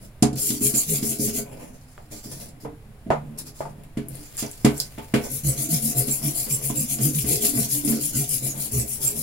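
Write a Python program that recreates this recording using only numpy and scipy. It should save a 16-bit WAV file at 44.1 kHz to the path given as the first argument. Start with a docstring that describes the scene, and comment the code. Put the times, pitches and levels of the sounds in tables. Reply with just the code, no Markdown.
"""Wire brush on steel in a sink

Tiled room, a stainless sink at close range, two microphone ports: a gloved hand scrubs a small steel plate.
Wire tips catch and snap free as coloured noise grains, a few squeal as sines, and the plate drums the basin's
modes. In the pause gloves rustle, the plate slides and knocks, and the tap opens to a thin stream that then
stays on. Filtered noise makes the short ring of the tiles and a low background rumble."""
import sys
import numpy as np
from scipy import signal
from scipy.fft import rfft, irfft
from scipy.io import wavfile
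from scipy.ndimage import uniform_filter1d, map_coordinates

SR = 44100
rng = np.random.default_rng(int(sys.argv[2]) if len(sys.argv) > 2 else 0)


def materialize(psi):
    """Save the field psi as 16-bit PCM at rate SR to the path in sys.argv[1].

    A 1-D psi becomes a single channel; in a 2-D psi each row is a channel.
    """
    bounded = np.clip(np.atleast_2d(psi).T, -1, 1)
    quanta = np.round(bounded * 32767).astype(np.int16)
    wavfile.write(sys.argv[1], SR, quanta)


N = 406602
TIME = np.arange(N) / SR  # [s]
HALF_SECOND = SR // 2  # length of every impulse response [samples]


def amp(db):
    """Amplitude factor of a level in dB."""
    return 10 ** (np.asarray(db) / 20)


def unit(x):
    """Scale to rms 1."""
    return x / np.sqrt(np.mean(x ** 2))


def blow_unit(x):
    """Scale so that the first twentieth of a second has rms 1."""
    return x / np.sqrt(np.mean(x[..., :SR // 20] ** 2))


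def unit_energy(response):
    """Scale a stereo response so that it keeps the level of noise."""
    return response / np.sqrt(np.sum(response ** 2) / 2)


def through(x, response):
    """Play a sound through an impulse response."""
    return signal.oaconvolve(np.atleast_2d(x), np.atleast_2d(response), axes=-1)[:, :x.shape[-1]]


def colour(x, spectrum, size=4096):
    """Causal minimum-phase filter with a (frequency [Hz], level [dB]) spectrum."""
    hz, db = np.transpose(spectrum)
    grid = np.maximum(np.fft.rfftfreq(size, 1 / SR), 1)
    level_db = np.interp(np.log(grid), np.log(hz), db)
    # folding the cepstrum forward in time makes the filter causal
    cepstrum = irfft(np.log(amp(level_db)))
    cepstrum[1:size // 2] *= 2
    cepstrum[size // 2 + 1:] = 0
    return through(x, irfft(np.exp(rfft(cepstrum))))


def fade(t60):
    """Half a second of exponential decay, falling 60 dB in t60 seconds."""
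    return np.exp(-np.log(1000) * TIME[:HALF_SECOND] / t60)


def ring(modes):
    """Impulse response of a set of modes, each a decaying sine."""
    return sum(amp(db) * fade(t60) * np.sin(2 * np.pi * hz * TIME[:HALF_SECOND]) for hz, db, t60 in modes)


def wash(t60):
    """Countless overlapping modes and echoes as fading noise, different at each port; mean energy 1."""
    x = rng.standard_normal((2, HALF_SECOND)) * fade(t60)
    return unit_energy(x)


def snaps(rate, spread_db):
    """Random tiny impacts of uneven size and either sign, rate per second; rms 1."""
    size = amp(spread_db * np.minimum(rng.exponential(size=N), 4))
    struck = rng.random(N) < rate / SR
    return unit(struck * size * rng.choice([-1, 1], N))


def grains(rate, spread_db, t60):
    """Each tiny impact sets off its own short burst of noise, different at the two ports; rms 1."""
    power = through(snaps(rate, spread_db) ** 2, fade(t60) ** 2)
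    return unit(np.sqrt(np.abs(power)) * rng.standard_normal((2, N)))


def walk(rate):
    """Random wander with a spread near 1, rate steps per second; after 4096 steps it holds still."""
    knots = rng.standard_normal(4096)
    return np.interp(TIME * rate, np.arange(len(knots)), knots)


def roam(x, depth_db, rate, per_octave, size=512):
    """As the contact point moves, it favours now one group of resonances, now another; rms 1."""
    hz, s, frames = signal.stft(x, SR, nperseg=size)
    place = np.meshgrid(per_octave * np.log2(1 + hz / 50), rate * s, indexing="ij")
    shift = map_coordinates(rng.standard_normal((128, 512)), place, order=1, mode="wrap")
    favoured = frames * amp(depth_db * np.clip(shift, -2, 1))
    return unit(signal.istft(favoured, SR, nperseg=size)[1][:, :N])


def arch(length, peak):
    """Swell from rest to 1 and back, highest at the given share of its length [s]."""
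    u = np.linspace(0, 1, max(int(length * SR), 8))
    bend = np.log(.5) / np.log(np.clip(peak, .1, .9))
    return np.abs(np.sin(np.pi * u ** bend))


def add(out, s, x):
    """Mix x in at time s."""
    i = max(int(s * SR), 0)
    out[..., i:i + x.shape[-1]] += x[..., :max(N - i, 0)]


# modes of the steel basin: (frequency [Hz], relative level [dB], t60 [s])
BASIN_MODES = [(69.5, 1, 0.61), (134.7, 3.5, 0.22), (185, -4, 0.097), (223, 4.5, 0.19), (250, 2, 0.18),
               (294.5, -0.5, 0.28), (328, -24.5, 0.044), (412.5, -5.5, 0.25), (475, -22, 0.31),
               (528.5, -10, 0.2), (598.4, -14, 0.18), (662.5, -7.5, 0.15), (706, -7.5, 0.39),
               (666, -8, 0.13), (770, -59.5, 0.35), (870, -36.5, 0.11), (903, -21.5, 0.089),
               (962, -26, 0.45), (1119, -14, 0.23), (1370, -13, .22), (1512, -20.5, 0.65),
               (1920, -47.5, 0.14), (2010, -9, 0.089), (2234, -14, 0.28)]


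def basin_response():
    """Low modes reach both ports alike, the crowd of higher ones by many paths."""
    modes = ring(BASIN_MODES)
    crowd = colour(wash(t60=0.21), [(60, -16.5), (130, -3.0), (250, 6), (500, -5.5),
                                    (900, -11.0), (2000, -18), (5000, -32)])
    return unit_energy(np.vstack([modes, modes])) + amp(-10.5) * unit_energy(crowd)


# the quiet background with the sink at rest: (frequency [Hz], relative level [dB])
QUIET_SPECTRUM = [(25, -55), (70, -60.5), (135, -59), (220, -83.5), (400, -77), (700, -79), (1000, -86.5),
                  (1500, -92.5), (2300, -99.5), (3300, -104), (5000, -107), (7000, -112), (10000, -113),
                  (15000, -111)]


def background():
    """Low rumble, alike at both ports, under a faint hiss that differs between them."""
    rumble = colour(rng.standard_normal(N), QUIET_SPECTRUM) * amp(0.73 * walk(rate=11))
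    apart = colour(rng.standard_normal((2, N)), QUIET_SPECTRUM)
    apart = colour(apart, [(30, -17.5), (150, -39), (600, -8.0), (2000, 12.5)])
    return amp(-46) * unit(rumble + apart)


def movements(rows):
    """Level of (time [s], length [s], level [dB]) hand movements, each swelling from rest and back."""
    out = np.zeros(N)
    for s, length, db in rows:
        add(out, s, amp(db) * unit(arch(length, peak=0.3)))
    return out


# a glove rubs: (time [s], length [s], relative level [dB])
GLOVE_RUBS = [(0, 0.1, -53.5), (1.45, 0.98, -62.5), (2.1, 0.18, -47), (2.24, 0.29, -45),
              (2.6, 0.069, -52.5), (3.375, 0.061, -46.5), (3.45, 0.078, -49), (3.54, 0.19, -52.5),
              (4.08, 0.9, -53), (4.375, 0.07, -35.5), (4.74, 0.16, -50), (5.21, 0.096, -41)]
# the plate slides on the basin floor; the rows at 2.63 s and 3.06 s are low bumps that swell in the basin: #
# (time [s], length [s], relative scrape level [dB], relative basin rumble level [dB])
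PLATE_SLIDES = [(0, .1, -52.5, -43), (0.277, 0.15, -44, -25), (1.422, 0.41, -41.5, -38),
                (2.106, 0.12, -43, -34), (2.232, 0.41, -46, -33.5), (2.63, 0.12, -63, -27.5),
                (3.06, 0.12, -62, -20.5), (3.15, .4, -50, -35.5), (3.61, 0.35, -48, -38),
                (4.014, .28, -52, -33), (4.419, 0.095, -33.5, -35), (4.71, 0.16, -39.5, -32.5),
                (5.176, .14, -32, -26.5), (5.856, 1.3, -44.5, -45), (7.504, 0.85, -44, -41),
                (8.396, 0.57, -41.5, -35.5), (8.963, 0.57, -40.5, -52)]
# colours of the glove and of the sliding plate: (frequency [Hz], relative level [dB])
RUSTLE_SPECTRUM = [(1200, 3), (3000, -1.5), (5000, 8), (7000, 4.5), (10000, 0.5), (16000, 2.5)]
SCRAPE_SPECTRUM = [(200, 1), (550, 11.5), (1000, 1.5), (1600, -13), (2400, -6.5), (4000, -21.5)]


def handling(basin):
    """Leather and plate slide in small slips, which also stir the basin."""
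    s, length, scrape_db, rumble_db = np.transpose(PLATE_SLIDES)
    rustle = movements(GLOVE_RUBS)
    scrape = movements(zip(s, length, scrape_db))
    # the hand resting on the basin keeps a little rumble going
    rumble = amp(-43.5) + movements(zip(s, length, rumble_db))
    slips = roam(grains(rate=1400, spread_db=8.0, t60=0.19), depth_db=3.5, rate=18, per_octave=6.9)
    slips = slips * amp(0.51 * walk(rate=70))
    stir = colour(through(snaps(rate=600, spread_db=2.5), basin),
                  [(70, -22.5), (140, 2.5), (250, -2), (450, -3.0), (1000, -21.5), (3000, -69)])
    stir = roam(stir, depth_db=10.5, rate=5.2, per_octave=11.0, size=2048)
    glove = amp(-1.5) * rustle * unit(colour(slips, RUSTLE_SPECTRUM))
    plate = amp(-8.0) * scrape * unit(colour(slips, SCRAPE_SPECTRUM))
    return glove + plate + amp(-12.0) * rumble * stir


# brush or plate knocks on the basin:
# (time [s], thud level [dB], relative clank level [dB], crack level [dB])
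BASIN_KNOCKS = [(0.2234, -14.5, -34, -29.5), (0.3284, -31.5, -66, -54), (0.5024, -28.5, -44, -38),
                (.612, -28, -47, -54), (0.6553, -30.5, -56, -47), (0.7383, -29.5, -43, -46),
                (1.026, -26.5, -44, -44.5), (1.195, -27.5, -66, -62), (2.2568, -40, -67, -66),
                (2.6508, -44.5, -65, -78), (3.0641, -35.5, -61, -84), (3.971, -26.5, -40, -58),
                (4.424, -32, -39.5, -46), (4.6465, -13, -24, -34.5), (4.979, -38, -42, -69),
                (5.1383, -18, -24.5, -45), (6.081, -32, -45, -46), (6.465, -44, -45.5, -59),
                (6.7001, -31, -47, -51), (6.985, -47, -43.5, -48), (7.2428, -30.5, -44, -49),
                (7.877, -28.5, -55, -48), (7.9201, -40, -40, -53)]
# colours of the three parts of a knock: (frequency [Hz], relative level [dB])
THUD_SPECTRUM = [(40, -29), (140, 0), (420, 2.5), (600, -14.5), (1200, -32), (4000, -47)]
CLANK_SPECTRUM = [(200, -35.5), (450, 8), (600, 5), (760, -4), (1000, 0), (1600, -1.5), (2400, 0),
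                  (3500, -7), (8000, -19.5)]
CRACK_SPECTRUM = [(1000, -31), (2800, -3.5), (5000, 3), (7500, 0), (10000, -4.5), (16000, -20.5)]


def knocks(basin):
    """A blow rings the basin's low modes, its dense upper modes, and cracks at the contact."""
    out = np.zeros((2, N))
    thud = blow_unit(colour(basin, THUD_SPECTRUM))
    upper = unit_energy(colour(basin, CLANK_SPECTRUM))
    # the bending wave takes a moment to fill the sheet
    spread = 1 - np.exp(-TIME[:HALF_SECOND] / .002)
    for s, thud_db, clank_db, crack_db in BASIN_KNOCKS:
        dense = unit_energy(colour(spread * wash(t60=0.18), CLANK_SPECTRUM))
        clank = blow_unit(amp(3.5) * upper + dense)
        crack = blow_unit(colour(spread * wash(t60=0.054), CRACK_SPECTRUM))
        add(out, s, amp(thud_db) * thud + amp(clank_db) * clank + amp(crack_db) * crack)
    return out


# dull clunks of the tap handle or the plate's edge:
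# (time [s], main ring frequency [Hz], its t60 [s], level [dB])
DULL_CLUNKS = [(0.229, 727, 0.31, -25), (1.979, 1300, 0.0032, -47.5), (2.649, 458, 0.39, -35.5),
               (3.104, 656, 0.031, -18.5), (3.115, 860, 0.024, -28.5), (3.606, 623, .036, -30.5),
               (3.654, 904, 0.078, -37.5), (4.655, 729, 0.15, -28), (4.984, 882, 0.3, -41),
               (5.155, 500, 0.28, -39), (6.699, 1018, 0.1, -40)]
# modes of the sink top around the tap: (frequency [Hz], relative level [dB], t60 [s])
SINK_TOP_MODES = [(147.7, 2, 1), (174, -19, 0.91), (226, -19.5, 0.81), (473, -14, 0.51), (610, -9.5, 0.013),
                  (720, 5, 0.2), (816, -4.5, 0.1), (841, -15.5, 0.45), (960, -30.5, 0.41), (1096, -39, 0.1),
                  (1430, -17, 0.37), (1970, -18, 0.12)]
# colour of the spreading clunk: (frequency [Hz], relative level [dB])
CLUNK_SPECTRUM = [(100, -20), (250, -13), (400, -4), (680, 0), (1000, -5), (1500, -16.5), (2300, -23),
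                  (3300, -34), (4500, -40), (6000, -41), (15000, -60.5)]


def clunks():
    """A blunt contact rings once in its own pitch and spreads into the sink top."""
    out = np.zeros((2, N))
    both_ports = np.ones((2, 1))
    body = unit_energy(ring(SINK_TOP_MODES) * both_ports)
    for s, hz, t60, db in DULL_CLUNKS:
        contact = unit_energy(ring([(hz, 0, t60)]) * both_ports)
        longer = colour(wash(t60=0.21), [(1000, -2.0), (2500, -4)])
        spread = unit_energy(colour(wash(t60=0.099) + amp(10.5) * longer, CLUNK_SPECTRUM))
        add(out, s, amp(db) * blow_unit(body + amp(1.0) * contact + amp(4) * spread))
    return out


def stroke_lengths():
    """The brush turns straight into the next stroke, unless a rest follows; lengths in seconds."""
    gaps = np.diff([s for s, *_ in BRUSH_STROKES], append=np.inf)
    # within a bout a stroke runs on 6 ms past the turn; before a rest it lasts 0.11 s
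    return np.where(gaps < .3, gaps + 0.006, 0.11)


def effort(peak, levels_db, sharpness, rest, flip):
    """Level of a layer over all strokes; bent wires keep some contact at each turn, then flip in a burst."""
    out = np.zeros(N)
    flip_s = 0.016  # delay after the turn, and decay of the burst [s]
    for (s, *_), length, db in zip(BRUSH_STROKES, stroke_lengths(), levels_db):
        swell = arch(length, peak) ** sharpness
        since_flip = TIME[:len(swell)] - flip_s
        burst = (since_flip > 0) * np.exp(-np.abs(since_flip) / flip_s)
        add(out, s, amp(db) * unit(rest + swell + flip * burst))
    return uniform_filter1d(out, SR // 400)


def jolts(basin, pressure):
    """Now and then the pressed plate jumps and bumps the basin, harder under more pressure."""
    jolts_per_s, against_drumming_db = 12, -11.5
    bumps = (rng.random(N) < jolts_per_s / SR) * pressure * amp(against_drumming_db)
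    thud = blow_unit(colour(basin, THUD_SPECTRUM))
    clank = blow_unit(colour(basin, CLANK_SPECTRUM))
    return through(bumps, thud + amp(-2.0) * clank)


# brush strokes, each lasting until the next begins or a rest follows:
# (time [s], wire hiss level [dB], relative basin drumming level [dB], relative boom level [dB])
BRUSH_STROKES = [(0.355, -31.5, -36, -63), (.605, -26.5, -35, -35), (0.73, -29.5, -33, -55),
                 (0.864, -30.5, -31, -33.5), (1.015, -32.5, -35.5, -43.5), (1.185, -31.5, -29.5, -40),
                 (1.327, -35, -30, -47), (5.285, -39, -40.5, -43), (5.434, -33, -32.5, -27.5),
                 (5.562, -33.5, -36, -37), (5.689, -30, -31, -29.5), (5.807, -31.5, -33, -37),
                 (5.947, -31, -31.5, -29.5), (6.059, -33, -39.5, -39), (6.217, -32.5, -33, -32.5),
                 (6.335, -32.5, -38.5, -46), (6.485, -34, -36.5, -36.5), (6.612, -34.5, -38.5, -36),
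                 (6.74, -34, -34, -35.5), (6.877, -33.5, -38, -39), (6.992, -31, -32, -28.5),
                 (7.132, -31, -34.5, -32.5), (7.252, -29.5, -25, -36), (7.405, -27.5, -26, -55),
                 (7.537, -31, -28.5, -32), (7.683, -31.5, -38.5, -41), (7.836, -32, -27.5, -40),
                 (7.994, -33.5, -43, -45), (8.131, -32, -27, -33), (8.275, -32, -40.5, -40.5),
                 (8.408, -34.5, -37.5, -40.5), (8.553, -36.5, -40, -46.5), (8.714, -33.5, -34.5, -32.5),
                 (8.86, -36, -49.5, -47.5), (9.003, -32.5, -36.5, -39), (9.144, -36, -43.5, -43)]
# colours of wire tips, dragged tuft and drummed basin: (frequency [Hz], relative level [dB])
HISS_SPECTRUM = [(3000, -43.5), (6500, -6), (8200, -1), (10000, 0.5), (13000, 2), (16000, -1)]
RASP_SPECTRUM = [(400, -18.5), (900, -21), (1500, -14), (2300, 0.5), (3300, -3.5), (5000, 4.5), (6800, 5),
                 (8500, -7.5), (13000, -36)]
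DRUM_SPECTRUM = [(60, -17), (140, -23.5), (200, -2), (280, 3), (400, 0.5), (520, 1.5), (700, -10),
                 (1200, -6.5), (2500, -19), (6000, -69.5)]
# colour of the hiss until the plate is wet: (frequency [Hz], relative level [dB])
DRY_PLATE_SPECTRUM = [(3000, 4), (7000, 2.5), (9000, -0.5), (11000, -2), (16000, 0.5)]
FASTEST, HARDEST = 0.38, 0.4  # share of a stroke at which speed and pressure peak


def brush(basin):
    """Wire tips snap over the plate; the drag of the whole tuft shakes the basin."""
    _, hiss_db, drum_db, boom_db = np.transpose(BRUSH_STROKES)
    # the rasp lies 8 dB under the hiss, but follows the drumming by about a quarter
    rasp_db = hiss_db - 8 + 0.24 * (drum_db - hiss_db)
    pressure = effort(HARDEST, drum_db, sharpness=1.03, rest=0.37, flip=0.17)
    # tufts catch and let go together, so the treble flutters
    catch = amp(1.0 * walk(rate=73))

    tips = colour(grains(rate=2400, spread_db=3.0, t60=0.047), HISS_SPECTRUM)
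    tips = roam(tips, depth_db=3.0, rate=62, per_octave=12)
    wet = flow()
    tips = wet * tips + (1 - wet) * colour(tips, DRY_PLATE_SPECTRUM)
    hiss = tips * catch * effort(FASTEST, hiss_db, sharpness=2.0, rest=.15, flip=0.092)

    # single stiff wires flick off the plate's edge and stand out of the drag as grit
    grit = grains(rate=180, spread_db=3.5, t60=0.022)
    drag = grains(rate=1800, spread_db=-4.0, t60=0.086) + amp(-3.5) * grit
    drag = roam(colour(drag, RASP_SPECTRUM), depth_db=5.5, rate=24, per_octave=7)
    rasp = drag * catch * effort(FASTEST, rasp_db, sharpness=0.76, rest=0.047, flip=0.21)

    judder = colour(through(snaps(rate=900, spread_db=2), basin), DRUM_SPECTRUM)
    judder = roam(judder, depth_db=12.5, rate=13, per_octave=4.103, size=2048)
    drum = judder * pressure + jolts(basin, pressure)

    # the lowest strong mode answers each push with a nearly pure boom
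    unsteady = amp(2.5 * walk(rate=30))
    boom_hz = 138 + 10 * walk(rate=43)
    boom = unit(np.sin(2 * np.pi * np.cumsum(boom_hz) / SR) * unsteady)
    boom = boom * effort(HARDEST, boom_db, sharpness=1.96, rest=0.11, flip=0)
    return hiss + rasp + amp(-1.5) * drum + amp(2.5) * boom


# wires that lock into a squeal: (time [s], length [s], middle pitch [Hz], relative level [dB])
WIRE_SQUEALS = [(.743, .026, 7470, -37), (0.773, 0.033, 7200, -34), (4.46, 0.012, 5860, -47),
                (5.475, .045, 7900, -38), (6.09, .04, 7500, -40), (6.517, 0.034, 7550, -36),
                (6.76, .05, 7500, -40), (8.488, 0.04, 6710, -44.5), (8.784, 0.041, 7800, -37.5),
                (9.045, 0.059, 7500, -37)]


def squeals(count=3):
    """A few wires stick and slip together, each at its own pitch (wavering early on) and in broken bursts."""
    out = np.zeros((2, N))
    wire_spread = 0.034  # share by which the pitches of neighbouring wires differ
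    for offset in np.linspace(-1, 1, count):
        # the pitch waver [Hz] runs out of steps after about 4.9 s and holds
        waver, flutter = 520 * walk(rate=830), amp(9.4 * walk(rate=200))
        for s, length, hz, db in WIRE_SQUEALS:
            swell = arch(length, peak=0.55)
            start = int(s * SR)
            span = slice(start, start + len(swell))
            pitch = hz * (1 + wire_spread * offset) + waver[span]
            phase = 2 * np.pi * np.cumsum(pitch) / SR
            add(out, s, amp(db) * unit(swell * flutter[span] * np.sin(phase)))
    return amp(4.5) * out / np.sqrt(count)


# wires flick, metal ticks and first drops land: (time [s], ring frequency [Hz], level [dB])
SHARP_TICKS = [(3.387, 10100, -44.5), (3.836, 2200, -60.5), (4.0848, 10600, -48.5), (4.1543, 9400, -53.5),
               (4.369, 8000, -47), (4.514, 7600, -50), (4.779, 7840, -43.5), (4.801, 4920, -31),
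               (5.315, 11300, -44), (6.072, 11000, -44), (7.187, 2830, -41), (7.849, 10000, -40.5),
               (8.292, 8800, -38.5), (8.721, 10200, -45)]


def ticks():
    """Sharp little contacts, each with one broad resonance."""
    out = np.zeros((2, N))
    for s, hz, db in SHARP_TICKS:
        peak = [(hz / 2, -28), (hz / 1.23, -9), (hz, 0), (hz * 1.3, -9), (hz * 2, -13)]
        contact = wash(t60=0.0077) + amp(-0.5) * wash(t60=0.11)
        add(out, s, amp(db) * blow_unit(colour(contact, peak)))
    return out


def flow():
    """The tap opens quickly at 4.07 s, within 59 ms, and stays open (0-1)."""
    return np.clip((TIME - 4.07) / 0.059, 0, 1)


# colour of the stream on steel: (frequency [Hz], relative level [dB])
WATER_SPECTRUM = [(100, 19), (220, 16.5), (450, 16), (1100, 3), (2200, 8.5), (3300, 2.5), (5000, 4),
                  (10000, -0.5), (16000, 6)]


def water():
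    """A thin stream patters on the steel once the tap is open."""
    patter = unit(colour(grains(rate=790, spread_db=3.0, t60=0.0076), WATER_SPECTRUM))
    return amp(-51.5) * flow() * patter


# the basin floor gives under a hard push: (time [s], length [s], level [dB])
FLOOR_HEAVES = [(5.447, 0.11, -35), (7.229, 0.11, -36), (8.73, 0.18, -35)]


def heaves():
    """The basin floor flexes in its lowest mode."""
    out = np.zeros(N)
    lowest_hz = BASIN_MODES[0][0]
    for s, length, db in FLOOR_HEAVES:
        swell = arch(length, peak=0.15)
        add(out, s, amp(db) * unit(swell * np.sin(2 * np.pi * lowest_hz * TIME[:len(swell)])))
    return out


def scene():
    """All sources in the basin, with the short ring of the tiled room."""
    basin = basin_response()
    tiles = colour(wash(t60=0.16), [(150, -12.5), (700, -2.5), (4000, 7.5), (14000, 1.5)])
    dry = handling(basin) + knocks(basin) + clunks() + brush(basin)
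    dry = dry + squeals() + ticks() + water() + heaves()
    return dry + amp(-7.5) * through(dry, tiles) + background()


# resonances of the two microphone ports: (frequency [Hz], left level [dB], right level [dB])
MICROPHONE_PORTS = [(200, -.8, .8), (1000, 0, 0), (2300, 1.5, -1), (3000, 0, 0), (4300, -2, 2),
                    (5200, 0, 1), (6400, -2, 3), (7400, -5, 11), (8200, 2, 3), (9000, 11.5, -2),
                    (10700, 13, -.5), (12300, 7, -1), (14000, 2, 2), (15800, 3.5, .5)]


def record(dry):
    """Each microphone port adds its own treble resonance; peaks clip and the top is cut steeply."""
    ports = np.array(MICROPHONE_PORTS)
    heard = np.vstack([colour(dry[c], ports[:, [0, c + 1]]) for c in range(2)])
    top_cut = signal.ellip(12, .2, 70, 15850, fs=SR, output="sos")  # low-pass at 15850 Hz
    return signal.sosfilt(top_cut, np.clip(heard, -1, 1))


dry = scene()
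out = record(dry)
materialize(out)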